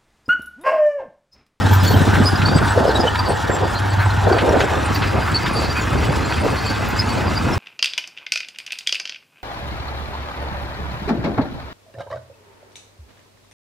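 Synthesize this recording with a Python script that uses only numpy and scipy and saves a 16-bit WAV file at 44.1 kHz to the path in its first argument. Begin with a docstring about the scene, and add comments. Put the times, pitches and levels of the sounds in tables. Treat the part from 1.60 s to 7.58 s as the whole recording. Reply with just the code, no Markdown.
"""An open, windy site: a diesel bulldozer crawls over a mound of soil.
The exhaust drones at the firing rate and each firing makes the block clatter.
The steel tracks grind grit, crush stones, scrape, knock on the rollers and squeak on dry pins.
Gusts rumble, buffet and thump on the two ports of the microphone."""
import sys
import numpy as np
from scipy import signal
from scipy.fft import rfft, irfft
from scipy.io import wavfile
from scipy.ndimage import uniform_filter1d

SR = 44100
rng = np.random.default_rng(int(sys.argv[2]) if len(sys.argv) > 2 else 0)


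def transcribe(signal):
    """Save signal, clipped to [-1, 1], as a 16-bit WAV file at the path in sys.argv[1]."""
    frames = np.atleast_2d(signal).T
    limited = np.clip(frames, -1, 1)
    pcm = np.round(limited * 32767).astype(np.int16)
    wavfile.write(sys.argv[1], SR, pcm)


N = 263718
TIME, FREQS = np.arange(N) / SR, np.fft.rfftfreq(N, 1 / SR)
LINK_PERIOD_S, FIRST_LINK_S = 0.339, 0.32  # links bending over the sprocket

# machine slowly moving away: (time [s], clatter [dB], grinding [dB])
MACHINE_LEVELS = [(0, -25.5, -40), (.3, -25.5, -39.5), (.9, -25.5, -43), (2.3, -27, -46.5),
                  (3.1, -26, -43.5), (3.7, -28, -45), (4.1, -28.5, -43), (4.5, -27.5, -44),
                  (5.98, -28.5, -44.5)]
# wind between gusts: (time [s], rumble [dB], buffeting [dB])
BREEZE_LEVELS = [(0, -30, -29.5), (1.1, -25.5, -31), (2, -27.5, -31), (2.55, -24.5, -34),
                 (2.9, -23.5, -30.5), (3.7, -26.5, -30), (4.4, -22, -32.5), (5.1, -27, -30),
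                 (5.98, -26, -26.5)]
# link friction: (time [s], level [dB])
RUB_LEVELS = [(0, -48), (.9, -41), (1.7, -37.5), (2, -45), (3.2, -47), (4.05, -34.5), (4.3, -48),
              (4.7, -35.5), (5.2, -38.5), (5.98, -41)]


def amp(db):
    """Decibels to gain."""
    return 10 ** (np.asarray(db) / 20)


def unit(x):
    """Scale to rms 1."""
    return x / np.sqrt(np.mean(x ** 2) + 1e-20)


def curve(rows, column=1):
    """One column of a time table at every sample."""
    rows = np.asarray(rows)
    return np.interp(TIME, rows[:, 0], rows[:, column])


def colour(x, spectrum):
    """Filter by (frequency [Hz], level [dB]) points; rms 1."""
    hz, db = np.transpose(spectrum)
    size = x.shape[-1]
    gain = amp(np.interp(np.log(np.fft.rfftfreq(size, 1 / SR) + 1), np.log(hz), db))
    return unit(irfft(rfft(x) * gain, size))


def noise(spectrum, shape=N):
    """Coloured noise, rms 1."""
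    return colour(rng.standard_normal(shape), spectrum)


def wander(lo_hz, hi_hz):
    """Random drift between two rates, rms 1."""
    band = FREQS / (FREQS + lo_hz) / (1 + (FREQS / hi_hz) ** 2)
    return unit(irfft(rfft(rng.standard_normal(N)) * band, N))


def port_noise(side_db):
    """Noise at two ports: a common part and an opposed part."""
    mid, side = rng.standard_normal((2, N))
    return np.array([mid + amp(side_db) * side, mid - amp(side_db) * side])


def add(mix, start_s, sound):
    """Mix a sound in, cut at the end."""
    part = mix[max(round(start_s * SR), 0):][:len(sound)]
    part += sound[:len(part)]


def patchy(x, wide_db, ring_db):
    """Shift colour in brief wide patches, and in longer narrow ones where steel plates ring on."""
    for window, db in ((512, wide_db), (2048, ring_db)):
        frames = signal.stft(x, nperseg=window)[2]
        patches = uniform_filter1d(rng.standard_normal(frames.shape), size=3, axis=0)
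        patches = uniform_filter1d(patches, size=4, axis=1)
        x = signal.istft(frames * amp(db * unit(patches)))[1][:N]
    return unit(x)


def scatter(x, t60_s):
    """Short spray of echoes off hull and clods."""
    t = np.arange(SR // 4) / SR
    tail = rng.standard_normal(len(t)) * amp(-60 * t / t60_s)
    return signal.oaconvolve(x, tail / np.linalg.norm(tail))[:N]


def gusts(rise_s=0.013, fall_s=0.034, lull_flutter_db=-40):
    """Buffeting and flutter levels [dB]: each gust rises fast, holds, falls back to the breeze."""
    # gusts at the microphone: (start [s], length [s], buffeting [dB], flutter [dB])
    blasts = [(0, 0.12, -20.5, -34.5), (0.224, 0.33, -20, -29.5), (0.573, .08, -18, -28),
              (0.744, 0.14, -23, -46), (0.886, 0.18, -21, -29), (1.175, 0.13, -27, -21),
              (1.338, 0.14, -29.5, -24.5), (1.67, 0.076, -35, -27.5), (1.888, .19, -47, -27),
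              (2.662, 0.098, -27, -19), (2.832, 0.2, -27.5, -20.5), (3.07, 0.15, -41, -27),
              (3.313, 0.27, -32.5, -51), (3.535, 0.039, -23, -25.5), (3.919, 0.17, -29, -30.5),
              (4.312, 0.3, -25, -30), (4.846, 0.043, -24, -22.5), (5.52, 0.19, -27.5, -31),
              (5.864, 0.077, -26, -29.5)]
    buffet_power, flutter_power = amp(curve(BREEZE_LEVELS, column=2)) ** 2, amp(lull_flutter_db) ** 2
    for start_s, length_s, buffet_db, flutter_db in blasts:
        onset = (1 + np.tanh((TIME - start_s) / rise_s)) / 2
        release = (1 - np.tanh((TIME - start_s - length_s) / fall_s)) / 2
        buffet_power += onset * release * amp(buffet_db) ** 2
        flutter_power += onset * release * amp(flutter_db) ** 2
    return 10 * np.log10(buffet_power), 10 * np.log10(flutter_power)


def wind(lump_db=3.5, flicker_db=3.0, rumble_follow=0.17):
    """Eddies on the ports: deep rumble, lumpy buffets, brighter flutter in fast gusts."""
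    # wind spectra: (frequency [Hz], level [dB])
    rumble_spectrum = [(15, -50), (30, -23), (45, 2.5), (62, 8), (80, 12.5), (110, 7.5), (160, -9.5),
                       (400, -72)]
    buffet_spectrum = [(30, -46), (70, -11), (130, -0.5), (200, -3), (290, -5.5), (450, -16), (900, -30),
                       (3000, -96)]
    flutter_spectrum = [(80, -30), (220, -10.5), (350, 2), (520, 1.5), (750, 0), (1000, -10.5), (1500, -25),
                        (2200, -57), (5000, -95)]
    buffet_db, flutter_db = gusts()
    rumble_db = curve(BREEZE_LEVELS) + rumble_follow * (buffet_db - buffet_db.mean())
    eddies = wander(6, 24)
    rumble = colour(port_noise(side_db=-14), rumble_spectrum)
    buffet = colour(port_noise(side_db=-5) * amp(lump_db * eddies), buffet_spectrum)
    turbulence = port_noise(side_db=-6.5) * amp(flicker_db * unit(eddies + wander(2.3, 29)))
    flutter = colour(turbulence, flutter_spectrum)
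    return amp(rumble_db) * rumble + amp(buffet_db + 2) * buffet + amp(flutter_db + 4) * flutter


def thumps(rise_s=0.0009, decay_s=0.0056, sag_per_s=5.7, max_lean=0.36):
    """An eddy bursts on a port: a push that dies in a few sagging cycles, stronger on one side."""
    # eddy bursts: (start [s], level [dB], pitch [Hz])
    bursts = [(.23, -1, 149), (.405, -2, 168), (.602, 3, 235), (.958, -3, 161), (1.176, 3, 526),
              (1.279, -1, 546), (1.291, -1, 453), (1.451, -1, 494), (1.896, -8, 442), (2.714, 1, 375),
              (2.881, -5, 480), (2.966, -7, 613), (3.55, -8, 395), (4.862, -3, 451.3)]
    out, t = np.zeros((2, N)), np.arange(SR // 20) / SR
    envelope = (1 - np.exp(-t / rise_s)) * np.exp(-t / decay_s)
    for (start_s, db, hz), (side, offset) in zip(bursts, rng.random((len(bursts), 2))):
        cycles = np.cumsum(hz * np.exp(-sag_per_s * t)) / SR
        push = amp(db - 7) * envelope / envelope.max() * np.sin(2 * np.pi * (cycles + offset))
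        lean = max_lean * (2 * side - 1)
        add(out[0], start_s, (1 + lean) * push)
        add(out[1], start_s, (1 - lean) * push)
    return out


def rubbing(gain_db=-4, beat_db=1.0):
    """Links rub hoarsely about their main resonance, harder as each one bends."""
    # link resonance: (frequency [Hz], level [dB])
    link_spectrum = [(3500, -33), (4100, -18), (4350, -2), (4650, 1.5), (4900, 1.5), (5300, -16),
                     (6000, -50)]
    beat = np.cos(2 * np.pi * (TIME - FIRST_LINK_S) / LINK_PERIOD_S)
    rub = patchy(noise(link_spectrum), wide_db=1, ring_db=5)
    return amp(curve(RUB_LEVELS) + gain_db + beat_db * beat) * rub


def small_chirps(count=170, level_db=-44, spread_db=11, fall_db=7, jitter=0.011, length_s=0.019):
    """The many other links give faint, rough chirps, weaker the higher they are."""
    out, drift = np.zeros((2, N)), wander(60, 300)
    window = np.hanning(int(length_s * SR))
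    for when, height, force, side in rng.random((count, 4)):
        hz = 3400 * (15500 / 3400) ** height
        span = (int(when * N) + np.arange(len(window))) % N
        phase = 2 * np.pi * np.cumsum(hz * (1 + jitter * drift[span])) / SR
        envelope = amp(level_db + spread_db * force ** 2 - fall_db * height) * window
        for port, shift_rad in zip(out, [0, 2 * height * (side - 0.5)]):
            add(port, when * N / SR, envelope * np.sin(phase + shift_rad))
    return out


def crunches(log_width=0.04, rise_s=0.00091):
    """A stone crushed between steel parts spits a short hiss about one pitch."""
    # crushed stones: (start [s], level [dB], centre [Hz], t60 [s])
    stones = [(.23, -32, 14700, .25), (.415, -35, 8550, .2), (.655, -33.5, 9830, 0.35),
              (2.891, -33, 5590, 0.12), (3.003, -26, 6500, .06), (3.345, -30, 14400, 0.091),
              (3.95, -41, 10000, 0.25), (4.52, -36, 10100, .1), (5.285, -29, 14100, .1)]
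    out, t = np.zeros(N), np.arange(SR // 4) / SR
    skirt = [(-3, -28), (-1, -8), (0, 0), (1, -8), (3, -28)]  # (offset [widths], level [dB])
    for start_s, db, hz, t60_s in stones:
        band = [(hz * np.exp(offset * log_width), band_db) for offset, band_db in skirt]
        envelope = amp(db - 60 * t / t60_s) * (1 - np.exp(-t / rise_s))
        add(out, start_s, envelope * noise(band, len(t)))
    return out


def grinding(cracks_per_s=120, crack_s=0.0034, grit_db=-14, flicker_db=2.0, diffuse_db=-21):
    """Grit crushed under the shoes: shifting hiss with separate small cracks."""
    # steel grinding in soil: (frequency [Hz], level [dB])
    grit_spectrum = [(800, -34), (2000, 5), (3000, 7.5), (4000, 7.5), (4600, -0.5), (5400, 4), (6500, -1),
                     (8200, 0.5), (10000, -5), (11500, -9.5), (15600, -12.5)]
    cracks = (rng.random(N) < cracks_per_s / SR) * amp(2.5 * np.minimum(rng.exponential(1, N), 4))
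    bursts = signal.lfilter([1], [1, -np.exp(-1 / (crack_s * SR))], cracks)
    grit = amp(grit_db) * colour(bursts * rng.standard_normal(N), grit_spectrum)
    hiss = patchy(noise(grit_spectrum), wide_db=1.25, ring_db=3) * amp(flicker_db * wander(2.8, 19))
    # top treble, reaching each port by its own paths: (frequency [Hz], level [dB])
    treble_spectrum = [(7000, -33), (8000, 10), (9100, -58), (10000, -2), (11000, 3),
                       (12200, 21), (13200, -10), (14300, 8), (15000, 15)]
    diffuse = noise(treble_spectrum, (2, N)) * amp(diffuse_db + 2.8 * wander(3, 18))
    return amp(curve(MACHINE_LEVELS, column=2) + 8) * (hiss + grit + diffuse)


def scrapes(log_width=0.22):
    """A shoe dragged along the track frame swells and fades with a hoarse, broad ring."""
    # dragging shoes: (middle [s], level [dB], centre [Hz], length [s])
    drags = [(.55, -20.5, 1550, 0.12), (1.042, -25, 1400, 0.11), (2.42, -21.5, 1500, 0.11),
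             (3.691, -25.5, 1330, .18), (4.183, -23.5, 1400, .12)]
    out = np.zeros(N)
    skirt = [(-5, -32), (-1, -7), (0, 0), (1, -7), (5, -36)]  # (offset [widths], level [dB])
    for middle_s, db, hz, length_s in drags:
        swell = np.hanning(int(length_s * SR))
        band = [(hz * np.exp(offset * log_width), band_db) for offset, band_db in skirt]
        add(out, middle_s - length_s / 2, amp(db) * swell * noise(band, SR // 2)[:len(swell)])
    return out


def roller_taps(level_db=-28, spread_db=2, stray_s=0.089, t60_s=0.062):
    """Rows for clanks(): each passing shoe taps a roller."""
    beats_s = np.arange(FIRST_LINK_S, N / SR, LINK_PERIOD_S)
    return [(beat_s + stray_s * late, level_db + spread_db * force, t60_s)
            for beat_s, (late, force) in zip(beats_s, rng.standard_normal((len(beats_s), 2)))]


def clanks(rise_s=0.00067):
    """Soil-packed shoes drop on the rollers: short, dull knocks."""
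    # hard knocks: (start [s], level [dB], t60 [s])
    knocks = [(.816, -19, .11), (0.983, -19.5, .061), (1.555, -17, .055), (2.783, -15.5, 0.14),
              (3.004, -14.5, .11), (3.289, -25, .072), (3.419, -20, 0.25), (3.859, -19, .2),
              (4.722, -22, 0.092)]
    # ring of a shoe: (frequency [Hz], level [dB])
    shoe_spectrum = [(300, -46), (850, -18), (1200, 6), (1550, 9.5), (2100, 3), (3100, 1), (4200, -5),
                     (6500, -24), (10000, -31), (16000, -46)]
    out, t = np.zeros(N), np.arange(SR // 4) / SR
    for start_s, db, t60_s in knocks + roller_taps():
        envelope = amp(db - 60 * t / t60_s) * (1 - np.exp(-t / rise_s))
        add(out, start_s, envelope * noise(shoe_spectrum, len(t)))
    return out


def link_squeaks(level_db, link_hz, log_spread, stray_s, length_s, spread_db=2, rub_follow=0.4):
    """Rows for squeaks(): one per link on each track, near a resonance, louder with harder rubbing."""
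    beats_s = np.repeat(np.arange(FIRST_LINK_S, N / SR, LINK_PERIOD_S), 2)
    rub_db = np.interp(beats_s, *np.transpose(RUB_LEVELS))
    levels_db = level_db + rub_follow * (rub_db - rub_db.mean())
    late, detune, force = rng.standard_normal((len(beats_s), 3)).T
    rows = zip(beats_s + stray_s * late, link_hz * np.exp(log_spread * detune),
               levels_db + spread_db * force)
    return [(middle_s, hz, db, length_s) for middle_s, hz, db in rows]


def squeaks(jitter=0.0068, bend=0.012, rough_db=2.5, rasp_db=-8, grip=0.19, port_shift_rad=0.067):
    """A dry pin sticks and slips: a bending steel tone in a rasp, purer the harder it grips."""
    # loud pin squeaks: (middle [s], pitch [Hz], level [dB], length [s])
    loud = [(.147, 14100, -28, 0.1), (.282, 7020, -23, 0.019), (.295, 4410, -24, 0.13),
            (.32, 14000, -31, 0.23), (.349, 3144, -27, 0.026), (.675, 4970, -18, 0.064),
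            (.761, 4930, -25.5, 0.02), (.863, 4522, -19, 0.035), (.897, 4580, -27, .06),
            (.96, 4760, -29.5, 0.09), (.975, 7920, -32.5, 0.054), (1.108, 7960, -31, .047),
            (1.316, 4270, -33, 0.05), (1.365, 3870, -24.5, 0.046), (1.411, 4980, -25.5, 0.037),
            (1.482, 3030, -17.5, 0.029), (1.597, 4670, -29.5, 0.059), (1.707, 8441, -29, 0.057),
            (1.945, 7460, -34, 0.11), (2.166, 4150, -31.5, .06), (2.508, 4134, -36, 0.026),
            (2.731, 4540, -25, 0.018), (3.258, 8520, -29.5, 0.046), (3.361, 4580, -29, 0.048),
            (3.439, 2607, -26, 0.032), (3.763, 4430, -13.5, 0.047), (3.98, 4620, -26.5, 0.094),
            (4.05, 4480, -33.5, 0.11), (4.115, 4737, -29, .044), (4.18, 2480, -26, .08),
            (4.226, 6920, -36.5, .074), (4.743, 3220, -30, 0.022), (5.11, 4520, -31.5, 0.15),
            (5.402, 5040, -16.5, 0.037), (5.51, 4480, -32, 0.08), (5.776, 4823, -25, 0.051),
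            (5.937, 5340, -30, 0.038)]
    out, drift, roughness = np.zeros((2, N)), wander(15, 60), wander(20, 70)
    friction = wander(40, 180) + 1j * wander(40, 210)
    low = link_squeaks(level_db=-37, link_hz=4500, log_spread=0.055, stray_s=0.08, length_s=0.06)
    high = link_squeaks(level_db=-40.5, link_hz=7960, log_spread=0.066, stray_s=0.12, length_s=0.04)
    for middle_s, hz, db, length_s in loud + low + high:
        glide, place = rng.uniform(-0.88, 1, 2)
        progress = np.linspace(0, 1, max(int(length_s * SR), 8))
        span = (int(middle_s * SR) + np.arange(len(progress))) % N
        pitch_hz = hz * (1 + jitter * drift[span] + bend * glide * (2 * progress - 1))
        phase = 2 * np.pi * np.cumsum(pitch_hz) / SR
        tone = sum(amp(harmonic_db) * np.exp(1j * k * phase)
                   for k, harmonic_db in enumerate([0, -24, -30], 1) if k * hz < SR / 2)
        rasp = amp(rasp_db - grip * (db + 44))
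        contact = (1 + rasp * friction[span]) / np.sqrt(1 + 2 * rasp ** 2)
        envelope = amp(db + 2 + rough_db * roughness[span]) * np.sin(np.pi * progress ** 0.88) ** 2
        for port, sign in zip(out, (1, -1)):
            shift = np.exp(0.5j * sign * port_shift_rad * place)  # pin's place along the track
            add(port, middle_s - length_s / 2, (envelope * contact * tone * shift).real)
    common_echo = amp(-11) * scatter(out.mean(0), t60_s=0.12)
    port_echoes = amp(-21) * np.array([scatter(port, t60_s=0.1) for port in out])
    return out + common_echo + port_echoes


def clatter(firings, firing_depth=0.16, cylinder_depth=0.08, flicker_db=1.0, turn_s=3.01):
    """Each firing shakes the block; the colour changes as the blade turns to the listener."""
    # block and hood, from the side and from the blade: (frequency [Hz], level [dB])
    side_spectrum = [(100, -31), (300, -16), (540, -20), (720, -3), (870, 3.5), (1130, -3.5), (1350, -2),
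                     (1540, 0.5), (1700, -5), (1830, -4), (1980, -13), (2300, -17.5), (3500, -18),
                     (6000, -44.5)]
    blade_spectrum = [(100, -9.5), (300, 2.5), (560, -8), (880, 2), (1100, 1), (1350, 0.5), (1620, 1),
                      (1880, -5.5), (2150, -4), (2300, -10.5), (2520, -2.5), (2800, -11), (3500, -20.5),
                      (6000, -40)]
    scattered_spectrum = [(30, 2), (200, 18), (550, 19.5), (850, 20), (1200, 14), (1900, 3),
                          (2200, -46), (5000, -64.5)]
    phase = 2 * np.pi * firings
    beat = 1 + firing_depth * np.cos(phase) + cylinder_depth * np.cos(phase / 6)
    beat *= amp(flicker_db * wander(8.5, 34))
    side, blade = (colour(patchy(rng.standard_normal(N), wide_db=2, ring_db=2) * beat, spectrum)
                   for spectrum in (side_spectrum, blade_spectrum))
    facing = 0.5 + 0.5 * np.tanh((TIME - turn_s) / 0.44)
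    direct = np.sqrt(1 - facing) * side + np.sqrt(facing) * blade
    scattered = amp(-6.5) * noise(scattered_spectrum)
    return amp(curve(MACHINE_LEVELS) + 2.5) * np.array([direct + scattered, direct - scattered])


def exhaust(firings, fading_db=2.6):
    """Firing tone with weak side orders from unequal cylinders; moving air fades it in and out."""
    # drone, loud under load, fading as the machine turns away: (time [s], level [dB])
    drone_levels = [(0, -15), (.1, -9.5), (.35, -12.5), (.66, -17.5), (.96, -17.5), (1.08, -22), (1.7, -27),
                    (2.2, -25.5), (2.28, -16), (2.6, -14.5), (2.9, -29.5), (3.25, -32), (3.38, -19),
                    (3.7, -30), (4.6, -29.5), (5.98, -25.5)]
    # exhaust partials: (order [x firing rate], level [dB])
    partials = [(2 / 3, -17.5), (5 / 6, -16), (1, 0.5), (7 / 6, -11.5), (2, -25)]
    tones = sum(amp(db) * np.sin(2 * np.pi * (order * firings + rng.random())) for order, db in partials)
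    return amp(curve(drone_levels) - 2) * unit(tones * amp(fading_db * wander(4.4, 12)))


def scene():
    """The machine reaches the two ports with a phase between them; wind acts on the ports directly."""
    # engine speed: (time [s], firing rate [Hz])
    firing_rate = [(0, 99), (.25, 94), (.95, 98), (1.2, 98), (1.9, 98.3), (3.4, 98), (4.8, 108), (5.98, 89)]
    # lead of the left port: (frequency [Hz], phase [rad])
    port_lead = [(0, 0), (950, 0), (1300, -.6), (1650, -.55), (2000, 0), (7250, 0), (8900, -np.pi),
                 (9250, -np.pi), (10650, -2 * np.pi), (11700, -2 * np.pi), (11900, -7.5),
                 (12900, -3 * np.pi), (13500, -3 * np.pi), (14050, -10.4), (14750, -4 * np.pi)]
    firings = np.cumsum(curve(firing_rate)) / SR
    engine = clatter(firings) + exhaust(firings)
    tracks = grinding() + squeaks() + small_chirps() + clanks() + scrapes() + crunches() + rubbing()
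    lead_rad = np.interp(FREQS, *np.transpose(port_lead))
    machine = irfft(rfft(engine + tracks) * np.exp(0.5j * np.array([lead_rad, -lead_rad])), N)
    return machine + wind() + thumps()


def record(dry):
    """Soft overload on the largest peaks, then a low-pass."""
    edge_hz = 15800
    limited = dry / (1 + dry ** 8) ** (1 / 8)
    low_pass = signal.firwin(511, edge_hz, window=("kaiser", 9), fs=SR)
    return signal.oaconvolve(limited, low_pass[None], "same")


dry = scene()
out = record(dry)
transcribe(out)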